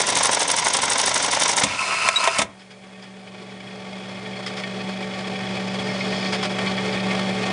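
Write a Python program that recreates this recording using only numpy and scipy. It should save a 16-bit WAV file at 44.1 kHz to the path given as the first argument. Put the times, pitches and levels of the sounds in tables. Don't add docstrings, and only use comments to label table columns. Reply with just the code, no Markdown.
import sys
import numpy as np
from scipy import signal
from scipy.io import wavfile
from scipy.ndimage import uniform_filter1d

SR = 44100
rng = np.random.default_rng(int(sys.argv[2]) if len(sys.argv) > 2 else 0)


def wav_out(sig):
    wavfile.write(sys.argv[1], SR, np.round(np.clip(np.atleast_2d(sig).T, -1, 1) * 32767).astype(np.int16))


N = 331632

# (frequency [Hz], level [dB])
HEAD_COLOUR = [(24, -74), (40, -32), (80, -15.5), (237, -16), (279, -11.5), (359, -12.5), (1020, -1),
               (1220, -11), (1370, -9), (2500, -6), (3620, -3), (4160, -9.5), (5740, -5.5), (10000, -8.5),
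               (13000, -42), (22000, -120)]
# (pitch [Hz], level [dB], time to fade by 60 dB [s])
HOUSING_NOTES = [(664, 0, 0.034), (790, -6.5, 0.023), (1040, 7, 0.016), (1280, -6, 0.03),
                 (1630, -8.5, 0.021), (1895, -0.5, .025), (2180, 4, 0.018), (2420, -5, 0.034),
                 (2630, -6.5, 0.017), (3100, -7, 0.019), (3510, -6.5, 0.034), (5430, -11, .012)]
# (frequency [Hz], level [dB])
IDLE_COLOUR = [(15, -99), (25, -40.5), (141, -12), (186, -13), (286, -15), (430, -11.5), (475, -16),
               (751, -14), (968, -18.5), (2180, -19), (2740, -23.5), (3270, -20.5), (3810, -24),
               (9510, -38.5), (10800, -42), (14000, -101), (22000, -120)]
# (pitch [Hz], width [Hz], level [dB])
COVER_PEAKS = [(418, 54, -6.5), (618, 68, -1), (744, 14.7, 1.5), (1140, 44, -4.5), (1836, 36, -4),
               (2133, 63, -6.5), (2315, 150, -8.5), (2516, 83, -7.5), (3008, 57, -12), (3250, 60, -10),
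               (3363, 83, -6.5), (3680, 14, -11), (4378, 110, -13.5), (4854, 93, -13.5), (5000, 110, -24),
               (5320, 180, -19)]


def gain_of(db):
    return 10 ** (np.asarray(db) / 20)


def evened(x):
    return x / np.sqrt(np.mean(x ** 2) + 1e-20)


def body(colour, peaks, lo_hz, hi_hz, peaks_db=0, size=4096):
    hz = np.fft.rfftfreq(size, 1 / SR) + 1
    colour_hz, colour_db = np.transpose(colour)
    power = gain_of(2 * np.interp(np.log(hz), np.log(colour_hz), colour_db))
    for centre, width, db in peaks:
        power += gain_of(2 * (db + peaks_db)) / (1 + (2 * (hz - centre) / width) ** 2) ** 2
    power = power / (1 + (lo_hz / hz) ** 8) / (1 + (hz / hi_hz) ** 8)
    log_gain = np.log(power / power.max() + 1e-10) / 2
    mirrored = np.concatenate([log_gain, log_gain[-2:0:-1]])
    answer = np.fft.ifft(np.exp(np.conj(signal.hilbert(mirrored)))).real
    return answer / np.linalg.norm(answer)


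def struck(notes):
    t = np.arange(SR // 4) / SR
    ring = sum(gain_of(db - 60 * t / fade_s) * np.sin(2 * np.pi * hz * t) for hz, db, fade_s in notes)
    return ring / abs(ring).max()


def grit(spread_db, size):
    hardness = np.repeat(rng.standard_normal(N // size + 1), size)[:N]
    return evened(rng.standard_normal(N) * gain_of(spread_db * hardness))


def bursts(times, levels_db, fades_s, rise_s):
    power, t = np.zeros(N + SR), np.arange(-SR // 8, SR // 4) / SR
    for start, db, fade_s in zip(times, levels_db, fades_s * np.ones(len(times))):
        drop_db = 60 * np.where(t < 0, -t / rise_s, t / fade_s)
        power[round(start * SR):][:len(t)] += gain_of(2 * (db - drop_db))
    return np.sqrt(power[SR // 8:][:N])


def glide(times, levels_db):
    return gain_of(np.interp(np.arange(N) / SR, times, levels_db, left=-200, right=-200))


def through(drive, answer):
    return signal.oaconvolve(drive, answer)[:N]


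def stitch_blows():
    # (time [s], downstroke strength [dB], return stroke strength [dB])
    stitches = [(0.004, -19.5, -29), (0.0892, -22, -24.5), (0.173, -19.5, -20), (0.255, -17, -18),
                (0.3344, -17.5, -18), (0.4158, -18, -21), (0.501, -18, -20), (0.585, -19, -20.5),
                (0.668, -19.5, -19.5), (0.7528, -17.5, -21.5), (0.839, -19, -20), (0.9201, -19, -18.5),
                (1, -19, -16.5), (1.0798, -18.5, -21), (1.165, -20, -19.5), (1.247, -20, -23),
                (1.3347, -20.5, -20), (1.4195, -18.5, -18), (1.5, -17.5, -20.5), (1.585, -17.5, -16)]
    # (delay [s], housing [dB], linking rods [dB], thread loopers [dB], springs [dB])
    downstroke = [(-.018, -23, -14.5, -6.5, 2.5), (-.007, -5.5, -8.5, -3, -10), (.001, -0.5, -5, -3, -0.5),
                  (.016, -13, -17, -2, 0)]
    return_stroke = [(.038, 0, -8.5, -3, -19)]
    blows = []
    for start, down_db, return_db in stitches:
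        for strength_db, stroke in ((down_db, downstroke), (return_db, return_stroke)):
            blows += [[start + delay, *np.add(strength_db, parts_db)] for delay, *parts_db in stroke]
    blows = np.array(blows)
    scatter_s, scatter_db = 0.0015, 1.5
    chance = rng.standard_normal(blows.shape)
    times = abs(blows[:, 0] + scatter_s * chance[:, 0])
    levels_db = blows[:, 1:] + scatter_db * chance[:, 1:]
    heard = blows[:, 0] > 0
    return times[heard], levels_db[heard].T


def stitching():
    # (pitch [Hz], width [Hz], level [dB])
    head_peaks = [(568, 230, -9.5), (1004, 84, -4.5), (1386, 100, -6), (2130, 310, -2.5), (3660, 290, -7),
                  (5600, 230, -6), (6300, 760, -5.5), (8080, 140, 3), (9360, 340, 1)]
    # (housing [dB], linking rods [dB], thread loopers [dB], springs [dB])
    chatter_db = (-32.5, -32.5, -35.5, -82)
    # (lowest [Hz], highest [Hz], fade [s], rise [s])
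    parts = [(250, 1820, 0.059, 0.056), (1640, 4170, 0.078, 0.044),
             (4500, 5800, 0.049, 0.05), (7050, 18000, 0.017, 0.021)]
    stop_s, rumble_db, strike_db = 1.76, -44, 3.5
    running = gain_of(-60 * np.maximum(np.arange(N) / SR - stop_s, 0) / 0.084)
    times, levels_db = stitch_blows()
    rumble = through(rng.standard_normal(N), body(HEAD_COLOUR, [], 30, 274))
    strikes = np.zeros(N)
    strikes[np.round(times * SR).astype(int)] = gain_of(levels_db[0] + strike_db)
    out = gain_of(rumble_db) * running * rumble + through(strikes, struck(HOUSING_NOTES))
    for (lo_hz, hi_hz, fade_s, rise_s), blows_db, between_db in zip(parts, levels_db, chatter_db):
        drive = np.hypot(bursts(times, blows_db, fade_s, rise_s), gain_of(between_db) * running)
        out += through(drive * grit(2.0, size=24), body(HEAD_COLOUR, head_peaks, lo_hz, hi_hz))
    return out


def motor():
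    pitches = (120.1, 190.6, 240.2, 360.3, 430.8, 509, 571.9, 601.8, 762.5, 877.7)
    # (relative level [dB], throb depth [dB])
    levels = [(-40.5, 0.3), (-29, 0.4), (-46.5, .4), (-44, -1), (-39, 4.5), (-45.5, 2), (-41.5, 1.5),
              (-50.5, -6.5), (-41.5, 1), (-46, 1)]
    hum_db, rush_db, pulley_hz = -48.5, -50, 3.85
    t, hum = np.arange(N) / SR, np.zeros(N)
    throb = np.cos(2 * np.pi * pulley_hz * (t - 0.13))
    waver_hz = np.geomspace(0.4, 9, num=12)
    for hz, (db, depth_db) in zip(pitches, levels):
        phases = rng.random(13)
        waver = evened(sum(np.sin(2 * np.pi * (rate * t + p)) for rate, p in zip(waver_hz, phases)))
        hum += gain_of(db + depth_db * throb + 1.2 * waver) * np.sin(2 * np.pi * (hz * t + phases[-1]))
    rush = through(grit(1.93, size=400), body(IDLE_COLOUR, COVER_PEAKS, 23, 20000, -6, size=8192))
    return gain_of(hum_db) * evened(hum) + gain_of(rush_db) * rush


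def covers():
    # (time [s], level [dB])
    hard_knocks = [(3.673, -48), (3.94, -47), (4.332, -47), (4.637, -40.5), (4.975, -51), (5.89, -48),
                   (6.259, -42.5), (6.671, -41.5), (6.781, -40.5), (6.925, -45), (7.109, -46.5),
                   (7.437, -48), (7.494, -55)]
    shaft_hz, jingle_db = 27.94, -55
    belt_hz, belt_db, knock_fade_s, treble_db = 9.13, -48, 0.05, -12.5
    turns = np.arange(0.03, N / SR, 1 / shaft_hz)
    late, harder = rng.standard_normal((len(turns), 2)).T
    jingle = bursts(abs(turns + 0.004 * late), jingle_db + 1.4 * harder, fades_s=0.044, rise_s=0.075)
    laps = np.arange(0.099, N / SR, 1 / belt_hz)
    late, harder = rng.standard_normal((len(laps), 2)).T
    hard_times, hard_db = np.transpose(hard_knocks)
    times = np.concatenate([laps + 0.003 * late, hard_times])
    db = np.concatenate([belt_db + 1.5 * harder, hard_db])
    middle = np.hypot(jingle, bursts(times, db, knock_fade_s, rise_s=0.014)) * grit(2.0, size=20)
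    treble = bursts(times, db + treble_db, knock_fade_s, rise_s=0.015) * grit(2.8, size=20)
    return (through(middle, body(IDLE_COLOUR, COVER_PEAKS, 1370, 4460, peaks_db=3))
            + through(treble, body(IDLE_COLOUR, COVER_PEAKS, 2700, 8600, peaks_db=3)))


def clunks():
    # (time [s], crack [dB], rattle [dB], thud [dB], fade [s], strike [dB])
    hits = [(1.636, -10, -14, -8, 0.076, -22), (1.668, -27, -19.5, -41, 0.037, -33),
            (2.0885, -13.5, -9.5, -54, 0.022, 0), (2.207, -31, -28, -50, 0.033, -28),
            (2.242, -17, -46, -60, 0.06, -16), (2.2755, -18.5, -11.5, -42, 0.033, 0),
            (2.282, -29, -10.5, -41, 0.037, -18), (2.386, -13.5, -29, -27, 0.086, -8),
            (2.39, -25, -14, -13, 0.16, -11), (2.418, -15.5, -12.5, -20, 0.053, -18)]
    # (pitch [Hz], level [dB], time to fade by 60 dB [s])
    table_notes = [(203.6, 8, 0.07), (110, -10.5, 0.055), (285, 5, 0.12), (357, 0, 0.087),
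                   (480, -13.5, .05)]
    times, crack_db, rattle_db, thud_db, fades_s, strike_db = np.transpose(hits)
    at = np.round(times * SR).astype(int)
    strike, push = np.zeros(N), np.zeros(N)
    strike[at], push[at] = gain_of(strike_db), gain_of(thud_db)
    cracking = bursts(times, crack_db, fades_s, rise_s=0.0099) * grit(2.4, size=16)
    crack = through(cracking, body(HEAD_COLOUR, [], 2400, 20000))
    housing = signal.sosfilt(signal.butter(3, 520, "high", fs=SR, output="sos"), struck(HOUSING_NOTES))
    rattling = bursts(times, rattle_db, fades_s, rise_s=0.01) * grit(1.5, size=16)
    rattle = through(rattling, housing / np.linalg.norm(housing))
    soft = np.hanning(round(0.0032 * SR))
    thud = through(through(push, soft / soft.sum()), struck(table_notes))
    return through(strike, housing) + crack + rattle + thud


def feed_gears():
    # (time [s], level [dB])
    load = [(1.65, -51), (1.68, -27), (1.76, -34), (1.8, -25), (1.9, -24.5), (2.0, -27), (2.08, -22),
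            (2.11, -30), (2.2, -24.5), (2.26, -21.5), (2.3, -25), (2.37, -22), (2.43, -43), (2.46, -65)]
    # (frequency [Hz], level [dB])
    colour = [(35, -71), (60, -21.5), (179, -24.5), (236, -24.5), (817, -14), (1060, -0.5), (1200, -13.5),
              (1310, -3), (1660, -13.5), (2600, -2.5), (3290, -14.5), (4930, -17.5), (10000, -22.5),
              (13000, -36), (22000, -120)]
    # (pitch [Hz], width [Hz], level [dB])
    peaks = [(650, 90, -9), (1030, 60, -1), (1300, 40, 1), (1800, 60, -10), (2190, 60, 0), (2370, 50, -4),
             (2625, 60, 0), (3600, 80, -16), (4220, 90, -13), (4980, 300, -15)]
    times, ring_db = np.transpose(load)
    ring = glide(times, ring_db)
    scrape = glide(times, -27 + 0.65 * (ring_db + 21.5))
    gears = body(colour, peaks, 40, 2900, peaks_db=-1)
    wheels = np.zeros(N)
    for band_hz in ((40, 1150), (1150, 1700), (1700, 2450), (2450, 3200)):
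        drift = evened(uniform_filter1d(rng.standard_normal(N), size=2000))
        swell = gain_of(2.2 * drift)
        wheel = signal.sosfilt(signal.butter(3, band_hz, "band", fs=SR, output="sos"), gears)
        wheels += through(ring * swell * grit(4.1, size=40), wheel)
    return wheels + through(scrape * grit(2.4, size=40), body(colour, peaks, 3650, 20000, peaks_db=4))


def squeaks():
    # (time [s], length [s], pitch [Hz], level [dB])
    slips = [(2.157, 0.016, 3850, -11.5), (2.194, 0.013, 4240, -25.5)]
    out = np.zeros(N)
    for start, length, hz, db in slips:
        t = np.arange(round((length + 0.03) * SR)) / SR
        phase = 2 * np.pi * hz * t
        tone = np.sin(phase) + gain_of(-18) * np.sin(2 * phase)
        shape = np.minimum(t / 0.0039, 1) * gain_of(-60 * np.maximum(t - length, 0) / 0.05)
        out[round(start * SR):][:len(t)] += gain_of(db) * tone * shape
    return out


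def crunches():
    # (time [s], length [s], level [dB])
    moves = [(2.59, 0.038, -45), (2.703, 0.02, -42.5), (3.019, 0.033, -45), (4.459, 0.026, -41),
             (4.564, .045, -45.5), (6.321, 0.033, -43), (6.424, 0.033, -42.5)]
    # (frequency [Hz], level [dB])
    colour = [(800, 0.5), (1700, 1.5), (2200, 5), (2750, -4), (3350, 6), (4000, -7), (5200, 2.5),
              (5800, -10), (9000, -16.5)]
    drive = np.zeros(N)
    for start, length, db in moves:
        t = np.arange(round((length + 0.05) * SR)) / SR
        drop_db = 5 * t / length + 60 * np.maximum(t - length, 0) / 0.076
        drive[round(start * SR):][:len(t)] += gain_of(db - drop_db) * np.minimum(t / 0.0071, 1)
    return through(drive * grit(2.3, size=30), body(colour, [], 700, 23000))


def cloth():
    # (time [s], level [dB])
    pull = [(4.3, -72), (5.0, -71), (5.8, -64.5), (6.25, -56), (6.5, -69)]
    rubbing = glide(*np.transpose(pull)) * grit(1.6, size=60)
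    return through(rubbing, body(IDLE_COLOUR, COVER_PEAKS, 4600, 6100))


def scene():
    echo_s, echo_db = 0.36, -20
    near = stitching() + feed_gears() + clunks() + squeaks()
    near = signal.sosfilt(signal.butter(2, 85, "high", fs=SR, output="sos"), near)
    tail = rng.standard_normal(SR // 2) * gain_of(-60 * np.arange(SR // 2) / SR / echo_s)
    walls = body([(100, 9.5), (1500, -3.0), (9000, -33.5)], [], 30, 20000)
    echo = through(near, through(tail, walls)[:SR // 2]) / np.linalg.norm(tail)
    return (near + gain_of(echo_db) * echo + motor() + covers() + cloth() + crunches())[None]


def record(dry):
    average_samples, recovery_s = 4000, 2.282
    ceiling, hiss_db, treble_limit_hz = 0.95, -57, 10080
    power, step = dry[0] ** 2, 1 / average_samples
    average, _ = signal.lfilter([step], [1, step - 1], power, zi=[power[:average_samples].mean()])
    excess_db = np.maximum(10 * np.log10(average) + 48, 0.1)
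    creep = np.arange(N) / SR / recovery_s
    held_db = np.exp(np.maximum.accumulate(np.log(excess_db) + creep) - creep)
    out = dry * gain_of(26 - 0.94 * held_db)
    out = out / (1 + (out / ceiling) ** 6) ** (1 / 6)
    out = out + gain_of(hiss_db) * rng.standard_normal(N)
    treble_cut = signal.firwin(767, treble_limit_hz, window=("kaiser", 9), fs=SR)
    return signal.oaconvolve(out, treble_cut[None], "same")


dry = scene()
out = record(dry)
wav_out(out)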